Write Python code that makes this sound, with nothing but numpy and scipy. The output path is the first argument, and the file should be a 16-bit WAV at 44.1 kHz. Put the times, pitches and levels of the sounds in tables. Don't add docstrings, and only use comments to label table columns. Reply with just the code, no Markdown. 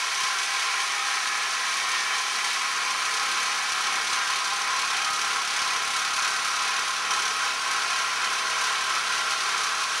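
import sys
import numpy as np
from scipy import signal
from scipy.fft import rfft, irfft
from scipy.io import wavfile
from scipy.ndimage import uniform_filter1d

SR = 44100
rng = np.random.default_rng(int(sys.argv[2]) if len(sys.argv) > 2 else 0)


def transcribe(u):
    v = np.clip(np.atleast_2d(u).T, -1, 1)
    q = np.round(v * 32767).astype(np.int16)
    wavfile.write(sys.argv[1], SR, q)


N = 441000
T = np.arange(N) / SR
HZ = np.arange(N // 2 + 1) * SR / N + 1e-3
FREED_S = 2.4, 3
SHOE_KNOCK_AT, SHEET_KNOCK_AT = 0.1207, 0.38


# (time [s], rate [strokes per second])
STROKE_RATE = [(0, 33.244), (1.5, 34.286), (1.75, 33.951), (2.75, 34.612), (3.0, 34.27), (3.5, 34.599),
               (3.75, 33.922), (4.25, 34.883), (6.25, 34.971), (6.75, 34.886), (8.5, 35.425),
               (10.0, 34.905)]


def stroke_count():
    return np.cumsum(np.interp(T, *np.transpose(STROKE_RATE))) / SR


# (time [s], rasp level [dB], treble above 3.5 kHz [dB], usual pop of a stroke [dB])
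CUT_COURSE = [(0, -28.5, -0.5, -51), (.7, -28, -1.5, -48.5), (2, -28, -2, -48), (3.3, -28, -1.5, -47),
              (4.6, -27.5, -3.5, -42), (5.2, -28, -3, -41.5), (6.5, -28, -2.5, -35), (7, -28, -3, -46.5),
              (8.5, -27, -3.5, -47.5), (10, -27.5, -3, -47)]
FLUTTER_DB, FLUTTER_PER_S = 0.86, 10.0
TREBLE_HOLD = 0.81


def cut_course():
    s, *columns = np.transpose(CUT_COURSE)
    rasp_db, bright_db, usual_db = (np.interp(T, s, column) for column in columns)
    flutter_db = FLUTTER_DB * walk(FLUTTER_PER_S)
    return rasp_db + flutter_db, bright_db - TREBLE_HOLD * flutter_db, usual_db


# (time [s], pop level [dB], sign of the pop [about +1 left up, -1 right up], surge of grit [dB])
HARD_BITES = [(.178, -38, 1, 2.3), (.205, -42, -1, 2.8), (0.2355, -27, 1, 2.5), (.388, -42, 0.92, 2),
              (.435, -42, -1, 2.3), (.597, -40, 1, 2), (2.183, -43, 1, 2.5), (3.2302, -33, -1, 3),
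              (3.4304, -34, 1, 2.2), (3.7229, -33, 1, 3.5), (3.871, -40, 1, 2.5), (4.1318, -28, -1, 3.9),
              (4.447, -37, 1, 2.5), (4.7644, -33, -1, 2), (4.9685, -32, 1, 3.4), (5.0481, -32, -1, 3.8),
              (5.1046, -26, -1, 4.1), (5.1346, -28, -1, 4.5), (5.2167, -31, -1, 3.7), (5.363, -33, 1, 2),
              (5.5661, -32, -1, 3.3), (5.62, -25, 1, 3.6), (5.7636, -29, 1, 2.4), (5.8228, -30, -1, 1.7),
              (5.8783, -30, 1, 3.2), (5.9374, -33, -1, 2.6), (5.966, -30, -1, 3.7), (6.1365, -30, 1, 3.5),
              (6.1648, -29, 1, 3.6), (6.2247, -30, 1, 2.9), (6.3956, -33, -1, 1.7), (6.5644, -33, 1, 2.9),
              (6.794, -29, 1, 2.5), (7.1097, -29, -1, 4.3), (7.1375, -36, 1, 3.3), (7.2556, -32, -1, 3.7),
              (7.7116, -34, 1, 3.6), (7.765, -34, -1, 1.5), (8.245, -42, 1, 2.6), (9.31, -32, 1, 2.5)]
BITE_AT = 0.914
HARDEST_DB = -34
GRIT_DB, GRIT_PER_POP = 3, 0.16


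def grips(turns, usual_db):
    count = int(turns[-1])
    size, side, late, rough = rng.standard_normal((count, 4)).T
    at = np.interp(np.arange(count) + BITE_AT + 0.016 * late, turns, T)
    s, db, sign, grit_db = np.transpose(HARD_BITES)
    free = np.abs(at[:, None] - s).min(axis=1) > 0.012
    peak_db = np.minimum(np.interp(at, T, usual_db) + 5.4 * size, HARDEST_DB)
    surge_db = GRIT_DB + GRIT_PER_POP * (peak_db - HARDEST_DB) + 0.35 * rough
    where = (np.r_[at[free], s] * SR).astype(int)
    ordinary_pops = (undb(peak_db) * np.sign(side))[free]
    overloads, grit = np.zeros((2, N))
    overloads[where] = np.r_[ordinary_pops, undb(db) * sign]
    grit[where] = np.maximum(undb(np.r_[surge_db[free], grit_db]) - 0.9, 0)
    return overloads, grit


def burst(grit, rise_s, fall_s, lead_s):
    t = np.arange(int(0.05 * SR)) / SR
    body = (1 - np.exp(-t / rise_s)) ** 2 * np.exp(-t / fall_s)
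    bursts = signal.fftconvolve(grit, body / body.max())[:N]
    return np.interp(T + lead_s, T, bursts)


# (frequency [Hz], relative gain [dB])
RASP_COLOUR = [(40, -49), (95, -38.5), (200, -31), (380, -20.5), (600, -18.5), (1050, -6.5), (2040, -7),
               (3500, -10), (4600, -10.5), (5050, -12.5), (5900, -11), (6400, -13), (7000, -18),
               (8000, -22), (9000, -18), (10000, -23), (11500, -31), (14200, -46)]
RUMBLE_GAIN = [-3, -0.5]
RETURN_AT = 0.43
BLADE_HZ, BLADE_WIDTH_HZ, BLADE_DB = 5850, 500, 11
BLADE_MOST = 0.6


def teeth(turns, grit, bright_db):
    turn = np.interp(T, FREED_S, (0.3, 0.1)) * near(turns, RETURN_AT, 4.9)
    grip = 2.34 * burst(grit, 0.0015, 0.008, 0.0039) + turn
    clicks = rng.standard_normal(N) * undb(0.88 * rng.standard_normal(N))
    top_clicks, blade_clicks = np.roll(clicks, N // 2), np.roll(clicks, N // 4)
    rasp = colour(RASP_COLOUR)
    high = 1 / (1 + (3550.0 / HZ) ** 4)
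    low = shape(clicks * (1 + 0.059 * grip), rasp * np.sqrt(1 - high))
    top = shape(top_clicks * (1 + grip) * undb(bright_db + 0.5 * walk(14)), rasp * np.sqrt(high))
    bass = shape(low, 1 / (1 + (HZ / 470.0) ** 4))
    rumble = undb(np.interp(T, FREED_S, RUMBLE_GAIN) + 2.0 * walk(6))
    blade_burst = burst(np.minimum(grit, BLADE_MOST), 0.0012, 0.0034, 0.003)
    blade = shape(blade_clicks * blade_burst, rasp * ring(BLADE_HZ, BLADE_WIDTH_HZ))
    return low + (rumble - 1) * bass + undb(2.0) * top + undb(BLADE_DB) * blade


MEMORY = 0.85


def recurring(turns):
    steps = 512
    fresh = rng.standard_normal((int(turns[-1]) + 1, steps))
    pattern = signal.lfilter([1], [1, -MEMORY], fresh, axis=0).ravel()
    bunched = np.exp(1.3 * np.cos(2 * np.pi * (turns - SHEET_KNOCK_AT)))
    return level(np.interp(turns * steps, np.arange(len(pattern)), pattern) * bunched, 0)


# (frequency [Hz], width [Hz], relative drive [dB],
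# point of the stroke [0-1], swing [dB; + loudest at that point, - softest there])
SHEET_MODES = [(450, 105, -21.5, 0.05, 2), (746, 16, -11, 0.57, 2), (797, 25, -11, 0.56, 5.5),
               (829, 38, -6, 0.4, -8), (1006.5, 27, -3.5, 0.2, -1.5), (1035, 34, 2, 0.78, 3.5),
               (1085, 44, 1, 0, 4.5), (1165, 26, -6, 0.6, 8), (1254, 34, -.5, 0.4, 0.5),
               (1308, 32, -1.5, 0.76, 4), (1370, 50, -5, 0.78, 12), (1430, 60, -6, 0.44, -11),
               (1538, 64, -1, 0.4, -2.5), (1592, 44, -5.5, 0.53, -2), (1712, 30, -11, 0, -3),
               (1822, 44, -4, 0.8, 1), (1968, 65, -9, .9, 1.5), (2180, 110, -7.5, 1, 5.5),
               (2217, 24, -7.5, 1, 0), (2312, 67, -6, 0.86, 5), (2490, 50, -7, 1, 3),
               (2536, 147, -7, 0.76, 5), (2840, 90, -20, 0.9, -4), (3115, 80, -4.5, 0.9, 0),
               (3964, 70, -8.5, 0.65, 4), (4380, 50, -10, .9, 1), (5320, 50, -8, 1, 0),
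               (5570, 50, -8, 1, -2), (5895, 65, -9, .9, 4), (6080, 130, -13, 1, -4)]
# (frequency [Hz], gain from start to end [dB])
CUT_SHIFT = [(400, 6), (800, -4), (1050, 0.5), (1260, -1), (1400, 5.5), (1600, 4.5), (1850, -17),
             (2300, -9), (2600, 2), (3100, -2)]
REPEAT, REPEAT_HZ = 0.5, 1900


def sheet(turns):
    fresh, again, spectrum = rng.standard_normal(N), recurring(turns), 0
    step = 21
    for hz, width, db, at, swing_db in SHEET_MODES:
        gained_db = np.interp(hz, *np.transpose(CUT_SHIFT)) * (T[::step] / T[-1] - 0.5)
        stroke_db = swing_db * np.cos(2 * np.pi * (turns[::step] - at))
        shake = undb(db + gained_db + stroke_db + 1.0 * walk(5)[::step])
        share = REPEAT / (1 + (hz / REPEAT_HZ) ** 4)
        rattle = np.sqrt(1 - share) * fresh + np.sqrt(share) * again
        spectrum = spectrum + rfft(rattle * np.repeat(shake, step)[:N]) * ring(hz, width)
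    ringing = irfft(spectrum, N)
    return ringing / np.sqrt(uniform_filter1d(ringing ** 2, size=SR // 3))


# (time [s], point of the stroke [0-1],
# lift of the low ringing [dB], change where the sheet is pressed [dB]), both lifts relative
SECOND_SLAP = [(0, 0.58, 3.5, -2), (2.6, 0.6, 4.5, -9), (2.8, .8, 4.5, -3.5), (6.3, 0.83, 4, -1.5),
               (6.7, 0.7, 3, -0.5), (10, 0.8, 1, -2.5)]
SLAP_HZ, SLAP_WIDTH_HZ, PRESSED_AT = 930, 360, 0.27
PULL_HZ, PULL_WIDTH_HZ, PULL_AT, PULL_DB = 2680, 1400, 0.95, 0.4


def stroked(steel, turns):
    s, *columns = np.transpose(SECOND_SLAP)
    at, lift_db, damp_db = (np.interp(T, s, column) for column in columns)
    slap_db = lift_db * near(turns, at, 4.6) + damp_db * near(turns, PRESSED_AT, 4.6)
    slap = level(undb(slap_db), 0)
    pull = undb(PULL_DB * np.cos(2 * np.pi * (turns - PULL_AT)))
    slapped = (slap - 1) * shape(steel, ring(SLAP_HZ, SLAP_WIDTH_HZ))
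    pulled = (pull - 1) * shape(steel, ring(PULL_HZ, PULL_WIDTH_HZ))
    return steel + slapped + pulled


def tone(turns, k, db):
    loose, waver = min(k / 26.0, 1), walk(5.0)
    if k > 17:
        start = SHEET_KNOCK_AT
    elif k > 9.5:
        start = SHOE_KNOCK_AT
    else:
        start = rng.random()
    phase = 2 * np.pi * k * (turns - start) + (0.24 + 0.83 * loose) * waver[::-1]
    return undb(db + (0.8 + 1.6 * loose) * waver) * np.sin(phase)


# (multiple of the stroke rate, level before the strip comes loose [dB],
# level just after [dB], drift from then on [dB per s])
HUM_TONES = [(3, -91, -76.5, 1.17), (4, -74, -70.5, 0.2), (5, -89, -74.5, .5), (6, -69, -65, 0),
             (7, -66, -70, 0.06), (8, -64.5, -59, -0.2), (9, -76, -72.5, 1.1), (10, -68.5, -70, -1),
             (11, -63.5, -66, 1), (12, -62.5, -70, 1), (13, -76, -64, 0.5), (14, -83, -65, -1.1),
             (16, -87, -74, -1.2), (18, -69, -59.5, 1), (19, -62, -64, 0.5), (20, -63, -70, 1.5),
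             (22, -73, -60, 0)]
# (multiple of the stroke rate, level on a resonance of the sheet [dB])
WHINE_TONES = [(30, -48), (33, -45), (36, -45.5), (37, -48.5), (39, -46.5), (41, -48.5), (50, -44),
               (54, -43.5), (68, -43)]
SETTLE_S, SETTLE_DB = (0.9, 1.3), -7


def hum(turns):
    since = np.maximum(T - FREED_S[1], 0)
    unsettled_db = np.interp(T, SETTLE_S, (SETTLE_DB, 0))
    out = np.zeros(N)
    for k, before_db, after_db, drift in HUM_TONES:
        db = np.interp(T, FREED_S, (before_db, after_db)) + drift * since
        if 5.5 < k < 8.5:
            db = db + unsettled_db
        out += tone(turns, k, db)
    coarse = T[::441]
    rate = np.interp(coarse, *np.transpose(STROKE_RATE))[:, None]
    hz, width = np.transpose(SHEET_MODES)[:2]
    for k, db in WHINE_TONES:
        met = (1 / (1 + (1.44 * (k * rate - hz) / width) ** 2)).max(axis=1)
        out += tone(turns, k, db) * np.interp(T, coarse, met)
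    return out * np.sqrt(2)


# (start time [s], relative strength [dB])
SHEET_CLANGS = [(0.9647, -25), (3.0091, -37), (3.2106, -17), (4.5166, -20), (4.7187, -25), (5.0035, -26),
                (5.5757, -26), (5.7478, -32), (5.9479, -26), (6.1759, -15), (6.6049, -15), (6.8932, -41),
                (7.108, -11), (7.256, -18), (7.659, -21), (8.2277, -20), (9.3137, -20), (9.8166, -27)]


def flares():
    t = np.arange(SR // 4) / SR
    crest = 4
    swell = (1 - np.exp(-t / 0.01)) * np.exp(-t / 0.02)
    return signal.fftconvolve(impulses(SHEET_CLANGS), swell)[:N] / crest


# (start time [s], length [s], frequency
# [Hz], rms level at the crest [dB])
SHEET_SQUEALS = [(0, 1.7, 802, -49), (0.098, 0.29, 1034, -38), (.2, 2.8, 1837, -50),
                 (0.501, 3.9, 2318, -49), (0.422, 0.36, 1036, -39), (.95, 0.21, 1254, -42),
                 (1.7, 0.35, 1836, -36.5), (2.107, .065, 3110, -37), (2.9, 1.1, 380, -62),
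                 (3.5, .7, 752, -50), (2.6, .9, 1260, -45), (4.95, .28, 1260, -39), (6.1, .62, 1260, -40),
                 (5.32, .17, 1315, -38), (5.3, .17, 1092, -39), (2.4, .9, 1092, -45),
                 (4.19, 0.055, 3170, -42), (7.245, .035, 5900, -38)]


def squeals():
    out, waver = np.zeros(N), walk(25.1)
    for s, length, hz, db in SHEET_SQUEALS:
        a, t = int(s * SR), np.arange(int(length * SR)) / SR
        swell = np.sqrt(np.abs(np.sin(np.pi * t / length)))
        phase = 2 * np.pi * hz * t + 0.51 * waver[a:a + len(t)]
        out[a:a + len(t)] += undb(db) * swell * np.sin(phase)
    return out * np.sqrt(2)


def overload_pops(overloads):
    t = np.arange(-66, 67) / SR
    pops = signal.fftconvolve(overloads, np.exp(-0.5 * (t / 0.00048) ** 2), mode="same")
    return shape(pops, 1 / (1 - 1j * 40.0 / HZ) ** 2)


# (start time [s], relative strength [dB])
LOW_SWELLS = [(0.211, -66), (1.004, -70), (2.093, -71), (2.296, -74), (3.685, -74), (3.959, -75),
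              (4.109, -66), (5.394, -66), (6.143, -72), (6.658, -68), (7.592, -71), (7.892, -68),
              (9.307, -65), (9.644, -76)]


def low_noise():
    t = np.arange(SR // 4) / SR
    swell = signal.fftconvolve(impulses(LOW_SWELLS), t / 0.028 * np.exp(1 - t / 0.027))[:N]
    return swell * level(shape(rng.standard_normal(N), ring(55.0, 70.0)), -5.0)


def undb(db):
    return np.exp(np.asarray(db) * (np.log(10) / 20))


def level(x, db):
    return x * undb(db) / np.sqrt(np.mean(x ** 2))


def shape(x, gain):
    return irfft(rfft(x) * gain, N)


def colour(table):
    hz, db = np.transpose(table)
    return undb(np.interp(np.log(HZ), np.log(hz), db))


def ring(hz, width):
    return 1 / (1 + ((HZ / hz - hz / HZ) * hz / width) ** 2)


def near(turns, point, sharpness):
    return np.exp(sharpness * (np.cos(2 * np.pi * (turns - point)) - 1))


def impulses(table):
    s, db = np.transpose(table)
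    starts = np.zeros(N)
    starts[(s * SR).astype(int)] = undb(db)
    return starts


def walk(rate):
    levels = np.repeat(rng.standard_normal(int(N / SR * rate) + 2), 4)
    levels = uniform_filter1d(levels, size=4) - uniform_filter1d(levels, size=20)
    return np.interp(T * rate * 4, np.arange(len(levels)), 1.35 * levels)


# (frequency [Hz], gain [dB])
SCATTER_COLOUR = [(100, 5), (300, -7), (700, -16), (1200, -23), (2500, -20), (3400, -26), (5300, -25.5),
                  (6300, -18), (8000, -13.5), (10000, -10), (11800, -3), (12700, -12), (13200, -26)]
# (frequency [Hz], gain [dB])
BODY_ECHO = [(5600, -39), (6800, -20), (7900, -6.5), (9000, -15), (11200, -6), (11900, -13), (12700, -34)]
# (frequency [Hz], gain [dB])
QUARTER_CYCLE = [(150, -18), (500, -20), (1500, -29), (2300, -22.5), (3500, -35), (5500, -38), (6500, -20),
                 (7500, -40)]


def scene():
    turns = stroke_count()
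    rasp_db, bright_db, usual_db = cut_course()
    overloads, grit = grips(turns, usual_db)
    ringing = sheet(turns)
    rasp = level(teeth(turns, grit, bright_db), -0.21)
    steel = stroked(rasp + undb(-3.5) * ringing, turns)
    mid = undb(rasp_db) * steel + flares() * ringing + hum(turns) + squeals() + low_noise()
    echo = -colour(BODY_ECHO) * np.exp(-2j * np.pi * (HZ - 8750) * 0.0002)
    to_side = echo - 1j * colour(QUARTER_CYCLE)
    scatter = shape(np.roll(steel, N // 3), colour(SCATTER_COLOUR)) * undb(rasp_db)
    side = shape(mid, to_side) + scatter + overload_pops(overloads)
    return np.array([mid + side, mid - side])


DRUM_HZ, TOP_HZ = 299.06, 14350


def record(dry):
    turn = np.exp(-2j * np.pi * HZ / DRUM_HZ)
    comb = 0.88 * (1 - 0.89 * turn) / (1 - 0.52 * turn)
    top_cut = signal.ellip(12, 0.2, 70, TOP_HZ, fs=SR, output="sos")
    return signal.sosfilt(top_cut, shape(dry, comb))


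dry = scene()
out = record(dry)
transcribe(out)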